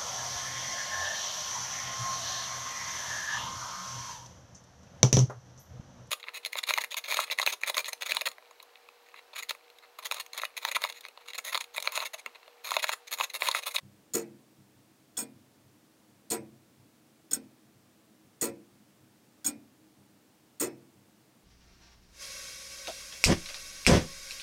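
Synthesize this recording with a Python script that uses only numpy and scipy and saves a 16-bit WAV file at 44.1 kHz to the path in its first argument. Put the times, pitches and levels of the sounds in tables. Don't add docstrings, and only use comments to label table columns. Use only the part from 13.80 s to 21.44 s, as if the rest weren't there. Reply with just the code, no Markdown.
import sys
import numpy as np
from scipy import signal
from scipy.io import wavfile

SR = 44100
rng = np.random.default_rng(int(sys.argv[2]) if len(sys.argv) > 2 else 0)


def output_pcm(signal):
    pcm = np.clip(np.atleast_2d(signal).T, -1, 1) * 32767
    wavfile.write(sys.argv[1], SR, np.round(pcm).astype(np.int16))


def how_loud(loudness_db):
    steps = np.asarray(loudness_db, float) / 20
    return 10 ** steps


N = 336924

# drop_s, lock_after_drop_s
BEATS = [
    (.336, .0141),
    (1.369, .0173),
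    (2.5018, .0152),
    (3.5105, .0211),
    (4.6117, .0139),
    (5.645, .0178),
    (6.798, .0122),
]
# drop_db, slide_db, lock_db, rest_after_lock_s, rest_db
BLOWS = [(-23, -27, -22.5, .068, -44.5), (-32.5, -23.5, -24, .046, -42), (-22.5, -23.5, -21.5, .047, -46),
         (-29.5, -35, -18, .045, -57), (-21.5, -22, -22.5, 0.067, -48), (-30.5, -28.5, -19.5, .040, -42),
         (-22.5, -23.5, -21.5, .058, -38)]
# first_after_lock_s, gap_s, first_db, last_db
REBOUNDS = [(0.016, .013, -28, -44.5), (.0097, .008, -26.5, -33.5), (.011, .0085, -25.5, -40),
            (.0085, .0085, -24, -47), (.0135, 0.013, -22.5, -42), (.0055, .007, -22.5, -32.5),
            (.0138, .009, -22.5, -36)]
SLIDE_AFTER_DROP_S = 0.006
BOUNCE_STRETCH, BOUNCE_FADE_POWER = 1.12, 1.17


def contacts():
    rows = []
    for beat, ((drop_s, lock_after_s), blow, rebound) in enumerate(zip(BEATS, BLOWS, REBOUNDS)):
        drop_db, slide_db, lock_db, rest_s, rest_db = blow
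        first_s, gap_s, first_db, last_db = rebound
        lock_s = drop_s + lock_after_s
        rows.append((drop_s, drop_db, beat, 0, 0))
        rows.append((drop_s + SLIDE_AFTER_DROP_S, slide_db, beat, 1, 0))
        rows.append((lock_s, lock_db, beat, 2, 0))
        age = np.cumsum(np.r_[0, gap_s * BOUNCE_STRETCH ** np.arange(3)])
        level = first_db + (last_db - first_db) * (age / age[-1]) ** BOUNCE_FADE_POWER
        rows += [(lock_s + first_s + a, db, beat, 3, a) for a, db in zip(age, level)]
        rows.append((lock_s + rest_s, rest_db, beat, 3, rest_s - first_s))
    return np.transpose(rows)


TICK_SHARES = {"case": (-6.5, 3, 2.5, 1.5, 90), "frame": (1.7, .5, 3, 1.7, 35),
               "plate": (-1.6, -2.5, 2.3, -0.5, -11), "wheel": (-0.3, .1, 0.3, -0.7, -5),
               "top": (-3, 3, 4.5, 3, -73)}
TOCK_SHARES = {"case": (2.5, 3.3, -8, -3.7, 129), "frame": (11, 3, -6, -0.5, 44),
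               "plate": (1.5, 0, 1.4, -3.8, -40), "wheel": (-1.5, .1, -0.1, -0.7, -5),
               "top": (2.5, -2.5, -0.8, -0.8, -83)}
# case_db, frame_db, plate_db, wheel_db, top_db
TEETH = [(2, -0.5, 2.5, -1.5, 1.5), (-0.3, .1, 1, 0.3, -0.3), (0, -0.3, -1, 0.5, .1),
         (-0.3, -1, 1, -0.5, 0), (-0.5, -1.2, 0.5, .5, 1), (.1, 1, 1.5, -.5, 0.5),
         (0.8, -1.1, -0.5, .5, -0.5)]


def contact_db(hz, tick_db, tock_db):
    s, db, beat, role, age = contacts()
    beat, role = beat.astype(int), role.astype(int)
    tock = beat % 2 == 1
    parts = {2800: "case", 5800: "frame", 7700: "plate", 10000: "wheel", SR: "top"}
    part = next(name for upper_hz, name in parts.items() if hz < upper_hz)
    share = np.where(tock[:, None], TOCK_SHARES[part], TICK_SHARES[part])
    tooth_db = dict(zip(TICK_SHARES, np.transpose(TEETH)))[part][beat]
    pallet_db = np.where(tock, tock_db, tick_db)
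    return db + pallet_db + share[np.arange(len(s)), role] + share[:, -1] * age + tooth_db


def clicks(times, sizes):
    train = np.full(N, 1e-18)
    train[np.round(np.asarray(times) * SR).astype(int)] = sizes
    return train


def ring(drive, hz, t60):
    r, w = how_loud(-60 / (t60 * SR)), 2 * np.pi * hz / SR
    return signal.lfilter([0, np.sin(w)], [1, -2 * r * np.cos(w), r * r], drive)


def swell(drive, seconds):
    r = np.exp(-1 / (seconds * SR))
    return signal.lfilter([(1 - r) ** 2], [1, -2 * r, r * r], drive)


def struck(modes, times, slide_s, gain_db, split):
    shape = len(times), len(modes)
    late, uneven, lean = rng.random(shape), rng.standard_normal(shape), rng.random(shape)
    out = np.zeros(N)
    for k, (hz, tick_db, tock_db, t60) in enumerate(modes):
        strength = how_loud(contact_db(hz, tick_db, tock_db) + 3.16 * uneven[:, k])
        arrival = times + slide_s * late[:, k] ** 2
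        for side, share in ((-1.15, lean[:, k]), (0.92, lean[:, k] - 1)):
            out += ring(clicks(arrival, strength * share), hz * (1 + side * split), t60)
    return how_loud(gain_db) * out


# pitch_hz, tick_db, tock_db, t60_s
MOVEMENT = [(1521, -55, -17.5, 0.057), (1950, -25, -30, 0.1), (2242, -34, -39, 0.15),
            (2600, -30, -36, 0.12), (3402, -26.5, -21.5, 0.05), (4280, -18.5, -33, 0.038),
            (4426, -24, -29, 0.04), (4780, -26.5, -40, 0.047), (5363, -20.5, -18.5, 0.07),
            (6110, -22, -32, 0.088), (6590, -16, -15, 0.033), (6860, -8, -4.5, 0.037),
            (6850, -7.5, -7.5, 0.039), (7350, -13, -16.5, 0.041), (7800, -20, -30, 0.078),
            (8030, -28, -19.5, 0.053), (8270, -8.5, -2.5, 0.036), (8420, -16, -21.5, 0.13),
            (8560, -11.5, -10.5, 0.052), (8470, -27, -27, .055), (8920, -10.5, -11, 0.026),
            (9280, -19.5, -20, .06), (11080, -21.5, -14, 0.051), (11430, -25, -24, 0.043),
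            (13600, -18, -22, 0.05), (15360, -21, -28, 0.036)]


def movement(times):
    return struck(MOVEMENT, times, slide_s=0.004, gain_db=1.5, split=0.0048)


# start_s, first_db, second_db, third_db
RODS = [(0.351, -56, -53, -60), (1.388, -48, -73, -64), (2.517, -48, -58, -60), (3.531, -56, -61, -60),
        (4.627, -48, -53, -60), (5.664, -45.5, -63, -58), (6.81, -60.5, -48, -45)]
# pitch_hz, t60_s
ROD_MODES = [(2425, 0.26), (2570, 0.33), (5320, 0.26)]


def rods():
    s, *levels = np.transpose(RODS)
    return sum(ring(clicks(s, how_loud(db)), hz, t60) for db, (hz, t60) in zip(levels, ROD_MODES))


def at_hz(points, hz):
    pitch, *columns = np.transpose(points)
    return [np.interp(np.log(hz), np.log(pitch), column) for column in columns]


def noise_bands(low_hz, high_hz, count):
    edges = np.geomspace(low_hz, high_hz, count + 1)
    white = rng.standard_normal((2, N))
    for k, (low, high) in enumerate(zip(edges, edges[1:])):
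        sos = signal.butter(2, [low, high], "band", fs=SR, output="sos")
        yield np.sqrt(low * high), signal.sosfilt(sos, white[k % 2])


# pitch_hz, tick_db_per_hz, tock_db_per_hz, t60_s
RUSTLE = [(294.5, -15, -17.5, 0.6), (600, -15.5, -16, 0.45), (1187, -12.5, -19, 0.13),
          (2220, -16.5, -19.5, 0.28), (2750, -18, -20.5, 0.13), (4520, -15.5, -15.5, 0.13),
          (5900, -17, -23.5, 0.16), (6750, -15, -5, 0.048), (7800, -21.5, -11, 0.073),
          (8600, -10, -11, 0.1), (9660, -11, -30, 0.05), (11340, -12.5, -10, 0.074),
          (13500, -8, -6.5, 0.057), (16000, -12, -4, 0.0335)]


def rustle(times):
    out = np.zeros(N)
    for hz, band in noise_bands(300.3, 15900, count=26):
        tick_db, tock_db, t60 = at_hz(RUSTLE, hz)
        energy = clicks(times, how_loud(2 * contact_db(hz, tick_db, tock_db)))
        energy = signal.lfilter([1], [1, -how_loud(-120 / (t60 * SR))], energy)
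        out += band * np.sqrt(swell(energy, seconds=0.00088 + 1.16 / hz))
    return how_loud(-0.5) * out


# pitch_hz, tick_db, tock_db, t60_s
CASE = [(96.8, -48, -50.5, 0.34), (134.2, -44, -42, 0.94), (172.8, -39.5, -43, 0.472),
        (231.3, -25, -25, 0.22), (322, -27.5, -41.5, 0.51), (378.7, -20, -50, 0.12), (460, -25, -30, 0.13),
        (548, -28.5, -34, 0.26), (611, -31.5, -38, 0.23), (717, -25.5, -31, 0.093), (795, -38, -34.5, 0.18),
        (860, -43, -54, 0.13), (975, -34, -36.5, 0.22), (1104, -31, -59, 0.053),
        (1251, -21.5, -29.5, 0.036), (1360, -26, -30, 0.092)]


def case(times):
    wood = struck(CASE, times + 0.003964, slide_s=0.012, gain_db=5.0, split=0.0063)
    return signal.sosfilt(signal.butter(2, 2500, fs=SR, output="sos"), wood)


# pitch_hz, t60_s, knock_db (level of the damped twin)
TRUNK = [(217.8, 0.63, -18), (260.3, 0.73, -10.5), (290.5, 0.46, -12.5), (344.2, 0.47, 4.5),
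         (473, 0.43, 11.5)]
# tick_drop_db, tick_recoil_db, tock_drop_db, tock_recoil_db
TRUNK_DRIVE = [(-39, -53, -64.5, -47.5), (-50.5, -58.5, -71, -48.5), (-35, -41.5, -48, -44.5),
               (-45, -37, -67, -53.5), (-46.5, -39.5, -58, -57.5)]
# after_lock_s, strength_db, door_db, back_board_db, side_db
RECOILS = [(.014, -1.5, 1.5, -3.5, 1.5), (.030, -1, 1.5, 2, 2.5), (0.0081, -4.1, 3.5, -2, 1.8),
           (.030, 0, 0.5, 3, -1.2), (0.00895, -2.4, -4, 1, 2), (0.01484, -0.5, 3, 6.5, -6),
           (0.0121, 0, -6, 0, -4)]
DROP_PUSH_AFTER_S = 0.00802
SETTLE_AFTER_S, SETTLE_DB = 0.026, -7


def trunk():
    drop_s, lock_after_s = np.transpose(BEATS)
    after_s, db, door_db, back_db, side_db = np.transpose(RECOILS)
    recoil_s = drop_s + lock_after_s + after_s
    tock = np.arange(len(BEATS)) % 2 == 1
    s = np.r_[drop_s + DROP_PUSH_AFTER_S, recoil_s, recoil_s + SETTLE_AFTER_S]
    own_levels = [door_db, 0, back_db, 0, side_db]
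    out = np.zeros(N)
    for k, ((hz, t60, knock_db), drive, own_db) in enumerate(zip(TRUNK, TRUNK_DRIVE, own_levels)):
        drop = np.where(tock, drive[2], drive[0]) + db + own_db
        recoil = np.where(tock, drive[3], drive[1]) + db + own_db
        level = how_loud(np.r_[drop, recoil, recoil + SETTLE_DB] + 0.5)
        push = swell(clicks(s, level * (-1) ** k), seconds=0.00025)
        out += ring(push, hz, t60) + how_loud(knock_db) * ring(push, 0.96 * hz, 0.45 * t60)
    return out


def rms_one(x):
    return x / np.sqrt(np.mean(x ** 2))


# peak_s, peak_db, upper_mode_db
THUMPS = [(0.043, -47, 4), (0.5, -60, 12), (0.798, -54, 7), (0.96, -57, -4), (1.553, -52, 2),
          (1.779, -61, -2), (1.856, -54, -11), (2.316, -59, -8), (2.597, -48.5, 6), (2.721, -52.5, 2),
          (2.99, -54, -7), (3.639, -56, 3), (3.848, -64.5, 0.1), (3.956, -57, -8), (4.458, -57.5, -4),
          (4.696, -50.5, 11.5), (4.92, -59, 6), (5.223, -57.5, -13), (5.77, -55.5, 0), (6.197, -56, 5.5),
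          (6.939, -54.5, 3), (7.168, -54.5, 4.5)]
# pitch_hz, level_db, t60_s
THUMP_MODES = [(101.8, -3, 0.47), (131.6, 1.5, 0.32), (196.7, -7.5, 0.56)]


def thumps():
    s, db, high_db = np.transpose(THUMPS)
    out = np.zeros(N)
    for share_db, (hz, mode_db, t60) in zip([0, 0, high_db], THUMP_MODES):
        blow = clicks(s - 0.022, how_loud(db + share_db + mode_db - 4.0))
        sharp_rms = np.sqrt(np.mean(ring(blow, hz, t60) ** 2))
        soft = ring(ring(blow, hz, 0.07), hz, t60)
        out += rms_one(soft) * sharp_rms
    return out


RUMBLE_HZ, RUMBLE_T60_S = 60.9, 0.212
HUM_UNDER_THUMP_DB, HUM_FADE_DB_PER_S, HUM_REST_DB = -30, 45, -99


def rumble():
    s, db, _ = np.transpose(THUMPS)
    narrow = ring(rng.standard_normal(N), RUMBLE_HZ, RUMBLE_T60_S)
    narrow = ring(narrow, RUMBLE_HZ, RUMBLE_T60_S)
    stirred = clicks(np.maximum(s - 0.04, 0), how_loud(2 * (db + HUM_UNDER_THUMP_DB)))
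    energy = signal.lfilter([1], [1, -how_loud(-2 * HUM_FADE_DB_PER_S / SR)], stirred)
    return np.sqrt(swell(energy, seconds=0.012) + how_loud(2 * HUM_REST_DB)) * rms_one(narrow)


# pitch_hz, level_db_per_hz
FLOOR = [(30, -42), (60, -45), (100, -4), (200, -3), (330, -11), (400, -5), (600, -7), (1100, -12),
         (2500, -16), (7500, -19), (11800, -21.5), (13600, -24.5), (15200, -22), (17000, -21)]
# pitch_hz, width_hz, level_db
ROOM_HUM = [(129, 7, -78.5), (211.3, 16, -73), (251.5, 33, -72), (314, 15.6, -69.5)]
FLOOR_DB = -62.5


def room_tone():
    bed = sum(how_loud(at_hz(FLOOR, hz)[0]) * band for hz, band in noise_bands(30.5, 17540, count=28))
    hum = np.zeros(N)
    for hz, width_hz, db in ROOM_HUM:
        hum += how_loud(db) * rms_one(ring(rng.standard_normal(N), hz, 1.8 / width_hz))
    return how_loud(FLOOR_DB - 3.5) * rms_one(bed) + hum


def scene():
    times = contacts()[0]
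    brass = movement(times) + rods() + rustle(times)
    wood = case(times) + trunk()
    return (brass + wood + thumps() + rumble() + room_tone())[None]


def low_pass(x):
    return signal.sosfilt(signal.butter(12, 16680, fs=SR, output="sos"), x)


def record(dry):
    x = signal.sosfilt(signal.butter(5, 70, "high", fs=SR, output="sos"), dry)
    x = signal.sosfilt(signal.cheby2(12, 32, 16150, fs=SR, output="sos"), x)
    return low_pass(x)


dry = scene()
out = record(dry)
output_pcm(out)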